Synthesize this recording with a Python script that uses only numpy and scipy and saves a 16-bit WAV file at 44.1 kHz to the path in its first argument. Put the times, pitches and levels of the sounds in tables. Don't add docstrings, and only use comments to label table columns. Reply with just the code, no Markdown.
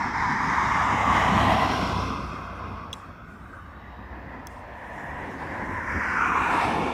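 import sys
import numpy as np
from scipy import signal
from scipy.fft import rfft, irfft, next_fast_len
from scipy.io import wavfile
from scipy.ndimage import uniform_filter1d, map_coordinates

SR = 44100
rng = np.random.default_rng(int(sys.argv[2]) if len(sys.argv) > 2 else 0)


def generate_wav(signal):
    frames = np.transpose(np.atleast_2d(signal))
    scaled = np.clip(frames, -1, 1) * 32767
    pcm = np.round(scaled).astype(np.int16)
    wavfile.write(sys.argv[1], SR, pcm)


N = 305609
HOP = 128
T = np.arange(N) / SR
HZ = np.fft.rfftfreq(8 * HOP, 1 / SR)[:, None]
FRAMES = np.arange(N // HOP + 9) * HOP / SR

# t/s, level/dB, treble lift/dB (reached in full from 8 kHz up)
FIRST_TYRES = [(0, -27.5, -6.5), (.6, -24.5, -2), (1.05, -22, 1), (1.3, -19.5, -1.5), (1.65, -22.5, -1),
               (1.85, -27.5, 4.5), (2.25, -36, 3.5), (2.55, -37.5, -5.5), (3, -43, -8), (3.3, -53.5, -3)]
SECOND_TYRES = [(3.5, -57.5, 2), (4.2, -43, -7), (4.55, -44.5, 0), (4.9, -39.5, -3.5), (5.2, -37, 0),
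                (5.5, -36.5, 2), (5.85, -32.5, 0), (6.1, -25.5, 3.5), (6.35, -24, -1.5), (6.65, -24.5, 4.5),
                (6.93, -27.5, 1.5)]
# t/s, side (0 front, 1 front quarter, 2 flank, 3 rear)
FIRST_TURN = [(.4, 0), (1.1, 1.19), (1.55, 2), (2.2, 3)]
# t/s, side (0 far, 1 front, 2 front quarter, 3 flank)
SECOND_TURN = [(4.2, 0.27), (5.3, 0.41), (5.75, 0.79), (6.1, 1.4), (6.35, 2.05), (6.75, 2.99)]
# f/Hz, density/dB per Hz
FIRST_SIDES = [
    [(260, -43), (450, -36), (570, -34), (652, -18), (930, 0), (1430, -10.5), (1810, -6), (2190, -11),
     (2780, -34), (3740, -28.5), (4270, -31), (5340, -25.5), (7180, -37), (8960, -45), (15500, -62)],
    [(260, -46), (450, -17), (596, -15), (802, -6.5), (1110, -0.5), (1560, -14), (2070, -11.5), (2550, -24),
     (3000, -22.5), (3800, -32), (4270, -42), (5030, -36.5), (6760, -34.5), (9510, -51.5), (15500, -62)],
    [(260, -52), (450, -13.5), (554, -18.5), (652, -4), (838, -2.5), (916, -8.5), (1030, -1.5), (1430, -19),
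     (2010, -13.5), (2260, -18), (3270, -22.5), (4960, -32), (5580, -28), (6190, -36.5), (15500, -53)],
    [(440, -8), (750, -6.5), (884, -10.5), (1020, 2), (1180, 1), (1580, -7), (1800, -38), (2090, -11),
     (2260, -23), (2500, -17), (3390, -20), (3990, -26), (5480, -23), (6980, -45.5), (15500, -59)],
]
SECOND_SIDES = [
    [(290, -36), (500, -3.5), (629, -4), (706, 4), (803, -1.5), (968, 2.5), (1350, -24.5), (1620, -10.5),
     (1800, -3), (2130, -19), (3190, -23.5), (3630, -29), (5750, -43), (14200, -57), (15500, -56)],
    [(290, -39), (500, -8), (545, -5.5), (686, -12), (716, -6), (769, -10.5), (982, -2), (1150, -7),
     (1620, -2), (2130, -6), (2330, -13), (3100, -32), (3530, -36), (5280, -31.5), (15500, -65)],
    [(290, -38), (500, -28), (611, -28), (726, -12), (1060, -5), (1220, -2.5), (1770, -10.5), (1880, -18),
     (2390, -10), (3100, -32.5), (4250, -39), (4570, -42), (6090, -36.5), (10800, -54), (15500, -56)],
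    [(290, -37), (500, -2), (569, -8), (876, 3.5), (1560, -17), (1850, -10.5), (2010, -20), (2290, -10),
     (3280, -22.5), (3580, -24), (3850, -29), (5750, -35.5), (6360, -39.5), (8720, -40), (15500, -66)],
]
# f/Hz, level/dB
REAR_BANDS = [(2500, 4), (3000, -11), (3500, -2.5), (4000, -6), (4500, 0), (4850, -7), (5200, 0.5),
              (6700, -5)]
# t/s, f/Hz, level/dB
FIRST_GAP = [(0, 4280, -3), (1.2, 4300, -3), (1.45, 5350, -8), (1.6, 6600, -1.5), (2.4, 6800, 4)]
SECOND_GAP = [(4.6, 4760, 3), (5.1, 4470, -9), (5.45, 4750, 2), (5.8, 4500, -12), (6.15, 3500, -6),
              (6.4, 5040, -6), (6.93, 8650, -4)]
BAND_HIGH_HZ, BAND_LOW_HZ, BAND_MID_S, BAND_GLIDE_S = 1880, 850, 6.3, 0.23
BAND_DB, BAND_PEAK_S, BAND_SWELL_S = 7.5, 6.104, 0.18
CREST_OVER_GAP, CREST_DB, CREST_S, CREST_HALF_S = 1.4, 3.5, 6.08, 0.25

FIRING_HZ, DOPPLER, PASS_S, PASS_GLIDE_S, SAG_HZ_PER_S = 96.5, 0.03494, 1.75, 0.25, 2.2
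SECOND_ORDER_DB = -1
# t/s, level/dB
ENGINE_LEVEL = [(0, -49), (.7, -43.5), (1.44, -32.5), (1.6, -40.5), (2, -35), (2.45, -46.5), (2.75, -43),
                (3, -64), (3.46, -51.5), (4.2, -66)]
# t/s, half length/s, f/Hz, glide/(Hz per s), level/dB
HUMS = [(4.05, .35, 62.5, -4, -47), (5.089, .1, 146, -8.5, -48.5), (5.426, 0.048, 153, -5.5, -44.5)]

# f/Hz, density/dB per Hz
DRONE = [(70, -40), (105, -5), (130, -2.5), (190, -0.5), (240, 1), (330, -6), (420, -11), (520, -15.5),
         (800, -59), (1600, -200)]
DEEP = [(20, -53), (35, -3), (50, 1.5), (65, 4), (100, 5), (130, -22), (200, -79)]
# t/s, half length/s, drone level/dB, deep level/dB
THUDS = [(.26, 0.069, -52, -39.5), (2.093, 0.22, -37.5, -42), (4.26, 0.075, -44.5, -46),
         (5.317, 0.23, -42, -42.5), (5.687, 0.14, -41, -38.5), (5.957, 0.039, -35.5, -33.5),
         (6.822, 0.064, -28, -53)]
# drone/dB, deep part/dB, drone tilt/(dB per octave)
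FIRST_BODY, SECOND_BODY = (-9, -15, -1.2), (-11, -16, 7.6)
FAR_DRONE_DB, FAR_DEEP_DB, FAR_TILT_DB = -50.5, -46.5, -4
EXHAUST_LAG_S = 0.16

# t/s, level/dB, low modes/dB, high-mode tilt/(dB per octave), crack/dB, crack t60/ms
TICKS = [(2.929, -21, 9, -.5, -17, 9.2), (2.9372, -24.5, -5, -3, -20, 6), (4.4703, -21.5, -12, -17, 4, 3.1)]
# f/Hz, level/dB, t60/s
CASE = [(2800, -5, .012), (3380, 1, .016), (3900, -15, .025), (5370, -6, .007), (6170, -2, .008),
        (7300, -10, .008), (8380, -7, .01), (11000, -11, .006)]

# f/Hz, density/dB per Hz
FAR = [(180, -38), (300, -11), (435, -11), (520, -9), (743, -5.5), (829, -10), (938, -4), (1500, -4.5),
       (2820, -23), (8000, -47), (10400, -80), (17600, -120)]
# t/s, level/dB
FAR_LEVEL = [(0, -50), (3.4, -50), (3.9, -48.5), (4.6, -52), (6.93, -54)]
# f/Hz, density/dB per Hz
HISS = [(3000, -60), (5000, -1), (7000, 0), (11000, -5.5), (15500, -19)]
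# t/s, half length/s, level/dB
BESIDE = [(1.48, 0.19, -61), (6.66, 0.18, -60)]
# peak t/s, level/dB, rise/s, time to fall 20 dB/s
PUFFS = [(2.0, -63.5, .2, 1.1), (2.96, -64, .02, 0.16), (3.32, -73, 0.038, 0.6), (3.57, -73.5, 0.097, .3),
         (4.52, -67, .03, 0.2), (4.8, -74, .05, 8), (5.04, -67.5, 0.14, 0.5), (5.35, -67.5, 0.1, 2),
         (5.75, -66, 0.068, .25), (5.93, -64, .07, .5)]
# f/Hz, rms level/dB
WHINE = [(13800, -91), (14000, -87), (14200, -91)]
# f/Hz, density/dB per Hz
SELF_NOISE = [(2000, -40), (5000, -7), (15500, -2)]
TOP_HZ = 15850


def cars():
    rear = np.clip((FRAMES - 1.9) / 0.47, 0, 1)
    first_extra_db = rear * sum(db * bump(hz, 0.041) for hz, db in REAR_BANDS)
    gap_hz, gap_db = curves(FIRST_GAP, FRAMES)
    first_extra_db = first_extra_db + gap_db * bump(gap_hz, 0.076)

    slide = (1 + np.tanh((FRAMES - BAND_MID_S) / BAND_GLIDE_S)) / 2
    band_hz = BAND_HIGH_HZ * (BAND_LOW_HZ / BAND_HIGH_HZ) ** slide
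    band_db = BAND_DB * bell(FRAMES, BAND_PEAK_S, BAND_SWELL_S)
    gap_hz, gap_db = curves(SECOND_GAP, FRAMES)
    crest_db = CREST_DB * bell(FRAMES, CREST_S, CREST_HALF_S)
    second_extra_db = band_db * bump(band_hz, 0.17) + gap_db * bump(gap_hz, 0.12)
    second_extra_db = second_extra_db + crest_db * bump(CREST_OVER_GAP * gap_hz, 0.16)

    first_gain, second_gain = nearness(T)
    first = first_gain * tyres(FIRST_TYRES, FIRST_TURN, FIRST_SIDES, first_extra_db)
    second = second_gain * tyres(SECOND_TYRES, SECOND_TURN, SECOND_SIDES, second_extra_db)
    return first + second


def tyres(level, turn, sides, extra_db):
    side, = curves(turn, FRAMES)
    side = np.clip(side, 0, len(sides) - 1)
    colour_db = sum(along(s, HZ) * np.clip(1 - abs(side - k), 0, 1) for k, s in enumerate(sides))
    lift_db = curves(level, FRAMES)[1] * along([(2500, 0), (8000, 1.0), (15500, 1.0)], HZ)
    flutter_db = 0.78 * wobble(9) + 0.71 * wobble(25)
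    return amp(flutter_db) * rush(colour_db + lift_db + extra_db, patchy_db=1.0, streaky_db=1.5)


def first_engine():
    shift = 1 - DOPPLER * np.tanh((T - PASS_S) / PASS_GLIDE_S)
    hz = (FIRING_HZ - SAG_HZ_PER_S * (T - PASS_S)) * shift
    phase = 2 * np.pi * np.cumsum(hz * (1 + 0.0033 * wobble(8.6))) / SR
    firing = amp(2.2 * wobble(7.07)) * np.sin(phase)
    second_order = amp(SECOND_ORDER_DB + 1.4 * wobble(6.3)) * np.sin(phase * 2 / 3)
    fade = np.clip((4.5 - T) / 0.43, 0, 1)
    return np.sqrt(2) * amp(curves(ENGINE_LEVEL, T)[0]) * fade * (firing + second_order)


def second_engine():
    out = np.zeros(N)
    for s, half_s, hz, glide, db in HUMS:
        pitch = (hz + glide * (T - s)) * (1 + 0.0149 * wobble(7.5))
        gain = bell(T, s, half_s) * amp(db + 1.4 * wobble(5.95))
        out += gain * np.sin(2 * np.pi * np.cumsum(pitch) / SR)
    return np.sqrt(2) * out


def rumble():
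    near = nearness(T - EXHAUST_LAG_S)
    swells = [bell(T, s, half_s) for s, half_s, _, _ in THUDS]
    gains = []
    for k, far_db in enumerate([FAR_DRONE_DB, FAR_DEEP_DB]):
        bodies = [g * amp(body[k]) for g, body in zip(near, [FIRST_BODY, SECOND_BODY])]
        thuds = [g * amp(row[2 + k]) for g, row in zip(swells, THUDS)]
        gains.append(together(bodies + [amp(far_db)] + thuds))
    drone_gain, deep_gain = gains

    first, second = nearness(FRAMES)
    far = amp(-42.0)
    tilt = first * FIRST_BODY[2] + second * SECOND_BODY[2] + far * FAR_TILT_DB
    tilt = tilt / (first + second + far)
    drone_db = along(DRONE, HZ) + tilt * np.log2((HZ + 1) / 220)
    lumps_db = 0.9 * wobble(13) + 0.6 * wobble(4.5)
    drone = amp(lumps_db) * rush(drone_db, patchy_db=1.84)
    deep = rush(along(DEEP, HZ), patchy_db=0.5)
    return drone_gain * drone + deep_gain * deep


def ticks():
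    out, t = np.zeros(N + SR), np.arange(SR // 4) / SR
    slow = 1 - np.exp(-(t / 0.0026) ** 2)
    fast = 1 - np.exp(-t / 0.0009)
    for s, db, low_db, tilt_db, crack_db, crack_ms in TICKS:
        low = sum(mode(t, hz, level, t60) for hz, level, t60 in CASE[:3])
        high = sum(mode(t, hz, level + tilt_db * np.log2(hz / 6000), t60) for hz, level, t60 in CASE[3:])
        crack = amp(crack_db - 60 * t / crack_ms * 1000) * np.diff(rng.standard_normal(len(t) + 1))
        echo = amp(-31 - 60 * t / 0.1) * uniform_filter1d(rng.standard_normal(len(t)), size=5)
        tick = amp(low_db) * slow * low + fast * (high + crack) + echo
        out[round(s * SR):][:len(t)] += amp(db) * tick
    return out[:N]


def mode(t, hz, level_db, t60):
    return amp(level_db - 60 * t / t60) * np.sin(2 * np.pi * hz * t)


def far_traffic():
    return amp(curves(FAR_LEVEL, T)[0]) * rush(along(FAR, HZ), patchy_db=2.0, streaky_db=3.5)


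def treble_hiss():
    gains = [amp(db) * bell(T, s, half_s) for s, half_s, db in BESIDE]
    for s, db, rise_s, fall_s in PUFFS:
        fall_db = 20 * np.clip(T - s, 0, None) / fall_s
        gains.append(amp(db - fall_db) * bell(np.minimum(T, s), s, rise_s))
    return together(gains) * amp(0.9 * wobble(30)) * rush(along(HISS, HZ), patchy_db=3.5)


def electronic_whine():
    out = np.zeros(N)
    for hz, db in WHINE:
        gain = np.sqrt(2) * amp(db + 1.5 * wobble(5))
        out += gain * np.sin(2 * np.pi * hz * T + 0.85 * wobble(13))
    return out


def nearness(t):
    leaving, coming = np.clip((3.7 - t) / 0.5, 0, 1), np.clip((t - 3.3) / 0.5, 0, 1)
    return leaving * amp(curves(FIRST_TYRES, t)[0]), coming * amp(curves(SECOND_TYRES, t)[0])


def rush(colour_db, patchy_db, streaky_db=0):
    z = signal.stft(rng.standard_normal(N + 8 * HOP), nperseg=8 * HOP, noverlap=7 * HOP)[2][:, :len(FRAMES)]

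    def field(bins, frames):
        over_bins = uniform_filter1d(rng.standard_normal(z.shape), bins, 0)
        return unit(uniform_filter1d(over_bins, frames, 1))

    gain = amp(colour_db)
    gain = gain / np.sqrt(np.mean(gain ** 2, axis=0))
    chance_db = patchy_db * field(8, 20) + streaky_db * field(4, 120)
    return signal.istft(z * gain * amp(chance_db), nperseg=8 * HOP, noverlap=7 * HOP)[1][:N]


def wobble(rate):
    return map_coordinates(rng.standard_normal(int(N * rate / SR) + 4), [np.arange(N) * rate / SR])


def bump(hz, octaves):
    return np.exp(-0.5 * (np.log2((HZ + 1) / hz) / octaves) ** 2)


def bell(t, centre_s, half_s):
    return np.exp(-0.5 * ((t - centre_s) / half_s) ** 2)


def together(gains):
    return np.sqrt(sum(g ** 2 for g in gains))


def amp(db):
    return 10 ** (np.asarray(db) / 20)


def unit(x):
    return x / np.sqrt(np.mean(x ** 2) + 1e-20)


def along(points, hz):
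    f, v = np.transpose(points)
    return np.interp(np.log(hz + 1), np.log(f + 1), v)


def curves(rows, t):
    s, *cols = np.transpose(rows)
    return [np.interp(t, s, c) for c in cols]


def scene():
    vehicles = cars() + first_engine() + second_engine() + rumble()
    return (vehicles + ticks() + far_traffic() + treble_hiss() + electronic_whine())[None]


def record(dry):
    m = next_fast_len(N + SR // 4)
    hz = np.fft.rfftfreq(m, 1 / SR)
    top_cut = np.clip((TOP_HZ - hz) / 300, 0, 1)
    bass_cut = 1 / np.sqrt(1 + (42 / (hz + 1)) ** 10)
    heard = dry + amp(-78.5) * rush(along(SELF_NOISE, HZ), patchy_db=0.0)
    return irfft(rfft(heard, m) * top_cut * bass_cut, m)[:, :N]


dry = scene()
out = record(dry)
generate_wav(out)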